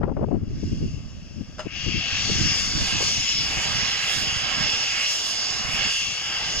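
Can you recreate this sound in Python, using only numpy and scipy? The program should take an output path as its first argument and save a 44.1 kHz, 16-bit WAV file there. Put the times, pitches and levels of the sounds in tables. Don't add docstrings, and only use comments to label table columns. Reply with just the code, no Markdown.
import sys
import numpy as np
from scipy import signal
from scipy.fft import rfft, irfft
from scipy.io import wavfile
from scipy.ndimage import uniform_filter1d

SR = 44100
rng = np.random.default_rng(int(sys.argv[2]) if len(sys.argv) > 2 else 0)


def transcribe(u):
    v = np.clip(np.atleast_2d(u).T, -1, 1)
    q = np.round(v * 32767).astype(np.int16)
    wavfile.write(sys.argv[1], SR, q)


N = 291060
TIME = np.arange(N) / SR
BINS = np.fft.rfftfreq(N, 1 / SR)
COCKS_OPEN_S = (1.617, 1.996)


# low edge in Hz, high edge in Hz.
JET_BANDS = [(600, 1500), (1600, 3600), (4200, 7400), (8000, 14500)]
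# frequency in Hz, relative level in dB.
JET_SPECTRUM = [(100, -23), (300, -17), (500, -15), (1000, -14), (1800, -11), (2800, -7), (4000, -5),
                (5200, 0), (7000, -8.5), (7450, -13), (7800, -22.5), (9900, -24), (11000, -33.5),
                (15000, -37.5)]
# time in seconds, lean to the left in dB.
JET_LEAN = [(1.8, 8), (2.3, 3.5), (2.52, 4.5), (2.87, -1.5), (3.25, 4), (3.65, -2.5), (5.8, -2.5),
            (6.08, 2), (6.5, 0)]
def jet(opening_s=.04, roar_lean=0.84, hiss_pan_db=0.8, patchy_db=1.5):
    steam = pipes_and_ports(distant_noise(JET_SPECTRUM))
    own_db = 20 * np.log10([[band_rms(steam, band)] for band in JET_BANDS])
    hz, t, frames = short_time(steam)
    levels_db = jet_levels(t) + 20 * np.log10(np.maximum(cock_opening(t), .01))
    centres = np.sqrt(np.prod(JET_BANDS, axis=1))
    shares = np.array([at_hz(list(zip(centres, row)), hz) for row in np.eye(len(JET_BANDS))]).T
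    swell_db = shares @ (levels_db - own_db) + jet_resonances(hz, t)
    lean = at_time(JET_LEAN, t)[0]
    roar_pan, hiss_pan = roar_lean * lean, lean + hiss_pan_db
    lean_db = shares @ np.array([roar_pan, (roar_pan + hiss_pan) / 2, hiss_pan, 0 * t])
    steam = waveform(frames * amp(swell_db) * sides(lean_db).reshape(frames.shape))
    onset = np.clip((TIME - COCKS_OPEN_S[0]) / opening_s, 0, 1)
    return moving_air(steam, patchy_db) * onset


# lag in seconds, rise in seconds, gain in dB with only the first cock open.
BAND_BUILD = [(0.024, 0.1, -3), (0, 0.16, -3), (0.076, 0.12, -8), (0.11, 0.55, -14)]
def cock_opening(t):
    gains = []
    for lag_s, rise_s, first_db in BAND_BUILD:
        first, second = (np.clip((t - s - lag_s) / rise_s, 0, 1) for s in COCKS_OPEN_S)
        gains.append(amp(first_db) * first + (1 - amp(first_db)) * second)
    return np.array(gains)


# time in seconds, level in dB.
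ROAR_DRIFT = [(1.7, -52), (2.05, -46), (2.4, -44), (3.05, -42), (3.28, -47.5), (3.58, -39), (4.1, -43.5),
              (4.5, -37.5), (5.15, -45.5), (5.5, -43), (5.78, -39.5), (6.0, -47), (6.25, -44), (6.42, -40)]
BODY_DRIFT = [(1.9, -30.5), (2.08, -27), (2.3, -31.5), (2.53, -27.5), (2.75, -34.5), (2.95, -29),
              (3.1, -32.5), (3.3, -29), (3.7, -32), (4.05, -27), (4.35, -28.5), (4.55, -28.5), (4.8, -32),
              (5.03, -27), (5.18, -36), (5.6, -33), (5.84, -26.5), (5.97, -33), (6.48, -32.5), (6.6, -36.5)]
HISS_DRIFT = [(2.2, -28), (2.56, -28), (2.72, -30), (2.93, -29.5), (3.07, -25), (3.36, -31), (3.53, -33.5),
              (3.68, -31), (3.83, -32), (4.5, -34.5), (4.68, -31), (4.95, -32.5), (5.1, -29), (5.54, -31),
              (5.68, -37), (5.89, -29.5), (6.3, -39), (6.55, -31.5)]
# centre in seconds, half length in seconds, rise in dB.
FIZZ_SPURTS = [(1.82, 0.04, 9), (2.096, 0.047, 10), (2.38, 0.043, 2), (2.602, 0.037, 7), (2.88, 0.063, 4.5),
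               (3.074, 0.1, 6), (3.605, 0.07, 3), (4.163, 0.14, 11.5), (5.1, 0.067, 8), (5.247, .1, 7),
               (5.723, 0.058, 7.5), (5.956, 0.066, 7.5)]
def jet_levels(t, fizz_db=-56.0, fizz_follows=0.31, flicker_db=1.7, flicker_hz=10):
    roar, body, hiss = (at_time(curve, t)[0] for curve in (ROAR_DRIFT, BODY_DRIFT, HISS_DRIFT))
    mean_hiss = np.mean(HISS_DRIFT, axis=0)[1]
    flicker = flicker_db * np.interp(t, TIME, wander(flicker_hz))
    spurts = sum(db * swell(t, s, half_s) for s, half_s, db in FIZZ_SPURTS)
    fizz = fizz_db + fizz_follows * (hiss - mean_hiss) + flicker + spurts
    return np.array([roar, body, hiss, fizz])


# time in seconds, relative level in dB.
WHISTLE_DRIFT = [(2.15, -4), (2.5, 0), (3.0, -5.5), (3.28, 4.5), (3.45, 3), (3.6, -0.5), (4.35, 1.5),
                 (5.1, 0), (5.6, 3), (6.12, 1), (6.45, 1)]
def jet_resonances(hz, t, whistle_hz=5220, whistle_db=-0.5, rush_hz=2830, rush_db=4):
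    rush_level = rush_db * swell(t, COCKS_OPEN_S[0], half_width=0.31)
    rush = np.outer(swell(hz, rush_hz, half_width=280), rush_level)
    whistle_level = whistle_db + at_time(WHISTLE_DRIFT, t)[0]
    whistle = np.outer(swell(hz, whistle_hz, half_width=240), whistle_level)
    return rush + whistle


# start in seconds, relative level in dB.
LINKAGE_BLOWS = [(1.583, -44.5), (1.592, -34.5), (1.602, -39), (1.614, -63)]
# frequency in Hz, relative level in dB, seconds to fall by 60 dB.
LINKAGE_MODES = [(614, 0, .08), (807, -13, .14), (1357, -11, .12), (1550, -9, .08), (2056, -20, .15),
                 (2756, -14, .12), (2912, -17, .15), (5050, -9, .11)]
# frequency in Hz, relative level in dB.
SCRAPE_SPECTRUM = [(150, -20), (500, -2), (1300, 0), (2000, -9), (3000, -6), (4000, -15), (5200, -12),
                   (7200, -13), (8200, -33), (10000, -33), (11000, -48), (15000, -52)]
def clank(ring_db=6.5, scrape_db=4.5, scrape_t60=0.035, rise_s=0.00063, echo_db=-14, echo_t60=0.29):
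    ring, scrape_level = np.zeros((2, N))
    age = np.arange(SR // 2) / SR
    for s, db in LINKAGE_BLOWS:
        blow = amp(db) * (1 - np.exp(-age / rise_s))
        rub = amp(-60 * age / scrape_t60) + amp(echo_db - 60 * age / echo_t60)
        modes = sum(amp(mode_db - 60 * age / t60) * np.sin(2 * np.pi * (hz * age + rng.random()))
                    for hz, mode_db, t60 in LINKAGE_MODES)
        ring += np.interp(TIME, s + age, blow * modes, right=0)
        scrape_level += np.interp(TIME, s + age, blow * rub, right=0)
    scrape = scrape_level * distant_noise(SCRAPE_SPECTRUM)
    return sides(pan_db=4) * (amp(ring_db) * ring + amp(scrape_db) * scrape)


# frequency in Hz, relative level in dB.
LEAK_SPECTRUM = [(300, -17), (700, -13), (1200, -7), (2200, -10), (2800, -7), (3900, -7), (5200, 1.5),
                 (7000, -9.5), (7900, -24.5), (10000, -30), (11000, -35.5)]
# time in seconds, drive in dB, which LEAK_RESPONSE scales.
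LEAK_DRIVE = [(0, -78), (.4, -70.5), (.63, -49.5), (.75, -48), (1.06, -55.5), (1.56, -56)]
# frequency in Hz, dB of change per dB of drive.
LEAK_RESPONSE = [(1000, 0), (2800, 0.55), (5200, 0.66), (9500, 0.76), (12000, 0.3)]
def leak(level_db=-1.2, pan_db=5.0, settled_db=-55):
    steam = pipes_and_ports(distant_noise(LEAK_SPECTRUM)) * sides(pan_db)
    hz, t, frames = short_time(steam / band_rms(steam, JET_BANDS[2]))
    swell_db = np.outer(at_hz(LEAK_RESPONSE, hz), at_time(LEAK_DRIVE, t)[0] - settled_db)
    return moving_air(waveform(frames * amp(settled_db + swell_db + level_db)))


# frequency in Hz, half width in Hz, gain in dB.
PIPE_PEAKS = [(612, 12, 3), (778, 18, 3), (1000, 16, -3), (1088, 14, 3), (1450, 30, -3), (1604, 24, 3),
              (1745, 35, -2.5), (2190, 40, 2), (2870, 35, 2), (3110, 35, -2.5), (4030, 55, 2),
              (5115, 45, 2), (5630, 45, 2.5), (5820, 45, 2.5), (6204, 30, 3.5), (6682, 35, 2.5),
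              (8150, 90, 2)]
LEFT_PORT_PEAKS = [(769.0, 14.0, 3.3), (963.0, 50.0, -3.3), (1448.0, 62.0, -4.0), (2174.0, 116.0, 5.3),
                   (2697.0, 168.0, 12.5), (3258.0, 106.0, 8.1), (4111.0, 253.0, -7.7), (4466.0, 126.0, 4.4),
                   (5142.0, 108.0, 2.3), (6857.0, 281.0, 4.5)]
RIGHT_PORT_PEAKS = [(803.0, 118.0, 4.7), (889.0, 54.0, -3.3), (1229.0, 127.0, 6.3), (1648.0, 148.0, 8.5),
                    (2185.0, 198.0, 8.3), (2324.0, 56.0, -5.3), (2899.0, 222.0, 10.6), (3419.0, 132.0, 6.0),
                    (3878.0, 48.0, -4.5), (4324.0, 73.0, -7.8), (4548.0, 93.0, 3.2), (5274.0, 136.0, 4.2),
                    (6019.0, 152.0, -5.8), (6396.0, 87.0, -4.4)]
def pipes_and_ports(pair, echo_gain=.11, echo_s=.0118):
    comb = 1 + echo_gain * np.exp(-2j * np.pi * BINS * echo_s)
    ports = np.array([peak_gain(LEFT_PORT_PEAKS), peak_gain(RIGHT_PORT_PEAKS)])
    return irfft(rfft(pair) * peak_gain(PIPE_PEAKS) * comb * ports, N)


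def moving_air(pair, patchy_db=1.25, ripple_db=1.5):
    _, _, frames = short_time(pair)
    broad, fine = rng.standard_normal((2, *frames.shape))
    broad, fine = broad + broad.mean(0), fine + fine.mean(0)
    for _ in range(2):
        broad = uniform_filter1d(uniform_filter1d(broad, size=12, axis=1), size=14, axis=2)
        fine = uniform_filter1d(uniform_filter1d(fine, size=2, axis=1), size=30, axis=2)
    return waveform(frames * amp(patchy_db * unit(broad) + ripple_db * unit(fine)))


# frequency in Hz, coherence from 0 to 1.
PORT_COHERENCE = [(100, .8), (1400, .7), (2200, .83), (2850, .85), (3020, .45), (3200, .8), (4500, .78),
                  (6300, .65), (6600, .85), (6900, .4), (7700, .95), (9000, .8), (15000, .85)]
# frequency in Hz, phase in radians.
LEFT_LEAD = [(400, .1), (1000, .8), (2400, .8), (2650, 1.3), (2900, .4), (3100, 2.3), (3350, 1.3),
             (3700, 1.9), (4000, 1), (4250, 2.6), (4400, 1), (4800, 1.9), (5200, 1.9), (5550, 3.4),
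             (6000, 2.8), (6300, .2), (8000, 0)]
def distant_noise(spectrum):
    left, other = rfft(rng.standard_normal((2, N)))
    same = np.clip(at_hz(PORT_COHERENCE, BINS), 0, .99)
    lag = np.exp(-1j * at_hz(LEFT_LEAD, BINS))
    right = (same * left + np.sqrt(1 - same ** 2) * other) * lag
    return unit(irfft(np.array([left, right]) * amp(at_hz(spectrum, BINS)), N))


# frequency in Hz, relative level in dB.
WIND_SPECTRUM = [(10, 0.5), (30, -0.5), (65, 0), (130, -1.5), (200, -4.5), (300, -10), (450, -28.5),
                 (700, -51), (1500, -65), (4000, -76)]
def wind(level_db=0.5, middling_db=-32, db_per_octave=55, slowest=0.815, lumpy_db=4.0, low_cut_hz=24):
    pair = []
    port_speeds = (1.09, 0.84)
    for strength, port_speed in zip(amp(level_db) * wind_strength(), port_speeds):
        hz, t, frames = short_time(rng.standard_normal(N))
        strength_db = 20 * np.log10(np.interp(t, TIME, strength))
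        speed = port_speed * 2 ** ((strength_db - middling_db) / db_per_octave)
        colour = amp(at_hz(WIND_SPECTRUM, hz[:, None] / np.maximum(speed, slowest)))
        rumble = waveform(frames * colour) * amp(lumpy_db * wander(rate_hz=40))
        rumble = irfft(rfft(rumble) * BINS / np.hypot(BINS, low_cut_hz), N)
        running_rms = np.sqrt(uniform_filter1d(rumble ** 2, size=3000))
        pair.append(strength * rumble / running_rms)
    return np.array(pair)


# time in seconds, relative level in dB, left over right in dB.
BREEZE = [(0, -24, 8), (.27, -26.5, 6.5), (.47, -33.5, -0.5), (.75, -28.5, -3), (1.08, -39, 0),
          (1.52, -40.5, -1.5), (1.8, -40, 0.5), (2.1, -36.5, -14), (2.4, -35.5, -2), (3.1, -35.5, -3.5),
          (3.3, -40.5, 4), (3.8, -40, -9), (4.07, -44.5, -3), (4.3, -36.5, -12), (4.85, -47, -12),
          (5.25, -57, -2), (5.55, -46, -10), (6.2, -51, 8), (6.6, -38, -3.5)]
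# centre in seconds, half length in seconds, relative level in dB, left over right in dB.
WIND_GUSTS = [(0.349, 0.018, -20, 11), (0.427, .012, -28, 17), (.51, 0.016, -30, 8),
              (0.643, 0.022, -31.5, 11), (0.733, 0.019, -24, 2.5), (0.839, 0.032, -24.5, 1.5),
              (1.397, 0.026, -30.5, 13), (1.881, 0.029, -25, 9), (1.966, 0.024, -25, 4.5),
              (2.338, 0.075, -28, -0.5), (2.433, .055, -24, -6), (2.794, .04, -25, -4),
              (2.944, 0.014, -26, -21), (3.19, 0.032, -33, -17), (3.42, 0.039, -34.5, 1),
              (3.577, 0.017, -30.5, -3), (3.755, 0.079, -33.5, -22), (4.185, 0.022, -32.5, -24),
              (4.611, 0.052, -32.5, -8), (5.73, 0.11, -35.5, -26), (5.858, 0.014, -33.5, -22),
              (6.09, 0.032, -42.5, 17)]
def wind_strength(unsteady_db=2.3, unsteady_hz=10):
    breeze_db, pan_db = at_time(BREEZE, TIME)
    unsteady = np.array([wander(unsteady_hz), wander(unsteady_hz)])
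    power = (amp(breeze_db + unsteady_db * unsteady) * sides(pan_db)) ** 2
    for s, half_s, db, gust_pan_db in WIND_GUSTS:
        power += (amp(db) * sides(gust_pan_db)) ** 2 * swell(TIME, s, half_s)
    return np.sqrt(power)


# centre in seconds, relative peak in dB, left over right in dB, brightness in dB.
HARD_EDDIES = [(.018, -23, 19, -17), (.036, -20, 29, 4), (0.052, -30, 22, -1), (0.082, -20, 11, -18),
               (0.098, -23, 20, -17), (.121, -25, 14, -24), (.173, -20.5, 20, -6), (.194, -22, 30, -16),
               (.215, -24, 25, -15), (0.23, -19.5, 33, -16), (.243, -19, 34, -18.5), (.314, -21.5, 27, -27),
               (0.327, -21.5, 30, -24), (.345, -14.5, 37, -37), (.359, -23, 25, -23),
               (.634, -21, 26, -43.5), (.944, -22.5, 18, -62), (1.413, -20.5, 29, -48),
               (1.665, -21, 25, -40), (1.875, -22, 21, -49), (2.299, -22.5, 14, -41), (3.01, -22, 25, -5),
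               (3.026, -23.5, 16, -14)]
def buffets(level_db=2, corner_hz=1100, db_per_octave=22, low_hz=190, crackle_db=2, half_s=0.0069):
    pair = np.zeros((2, N))
    t = (np.arange(4096) - 2048) / SR
    hz = np.fft.rfftfreq(len(t), 1 / SR)
    for s, db, pan_db, bright_db in HARD_EDDIES + flurry():
        top_hz = corner_hz * 2 ** (bright_db / db_per_octave)
        colour = hz ** 2 / (hz ** 2 + low_hz ** 2) / (1 + (hz / top_hz) ** 4)
        air, lumps = rng.standard_normal((2, len(t)))
        air *= amp(crackle_db * unit(uniform_filter1d(lumps, size=90)))
        burst = irfft(rfft(air * swell(t, 0, half_s)) * colour)
        burst /= abs(burst).max()
        pair += sides(pan_db) * amp(db + level_db) * np.interp(TIME, s + t, burst, left=0, right=0)
    return pair


def flurry(count=8, length_s=.36, peak_db=-25.5, pan_db=26, bright_db=-23):
    times = (np.arange(count) + rng.random(count)) * length_s / count
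    peaks = rng.normal(peak_db, 2, count)
    brightness = rng.normal(bright_db, 4, count)
    return [(s, db, pan_db, bright) for s, db, bright in zip(times, peaks, brightness)]


# frequency in Hz, relative level in dB.
YARD_SPECTRUM = [(20, 1.5), (100, 6.5), (300, -15), (600, -1), (1000, -18.5), (2500, -20.5), (4000, -43),
                 (8000, -41), (15000, -60)]
def yard(level_db=-54):
    return amp(level_db) * distant_noise(YARD_SPECTRUM)


def amp(db):
    return 10 ** (np.asarray(db) / 20)


def unit(x):
    return x / np.sqrt(np.mean(x ** 2) + 1e-20)


def at_hz(points, hz):
    row_hz, value = np.transpose(points)
    return np.interp(np.log(hz + 1), np.log(row_hz + 1), value)


def at_time(rows, t):
    s, *columns = np.transpose(rows)
    return np.array([np.interp(t, s, column) for column in columns])


def sides(pan_db):
    pair = amp(np.array([pan_db, -pan_db]).reshape(2, -1) / 2)
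    return pair / np.sqrt(np.mean(pair ** 2, axis=0))


def wander(rate_hz):
    return unit(irfft(rfft(rng.standard_normal(N)) / (1 + (BINS / rate_hz) ** 4), N))


def swell(x, centre, half_width):
    return np.exp(-((x - centre) / half_width) ** 2)


def peak_gain(peaks):
    return amp(sum(db * np.exp(-((BINS - hz) / width) ** 2 / 2) for hz, width, db in peaks))


def band_rms(pair, band):
    inside = (BINS > band[0]) & (BINS < band[1])
    return np.sqrt(2 * np.sum(abs(rfft(pair.mean(0))[inside]) ** 2)) / N


def short_time(x):
    return signal.stft(x, SR, nperseg=1024, noverlap=768)


def waveform(frames):
    return signal.istft(frames, SR, nperseg=1024, noverlap=768)[1][..., :N]


def scene():
    return leak() + clank() + jet() + yard() + wind() + buffets()


def record(dry, fade_s=.003, edge_hz=15300):
    faded = dry * np.minimum(TIME / fade_s, 1)
    low_pass = signal.firwin(511, edge_hz, window=("kaiser", 9), fs=SR)
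    return signal.oaconvolve(faded, low_pass[None], "same")


dry = scene()
out = record(dry)
transcribe(out)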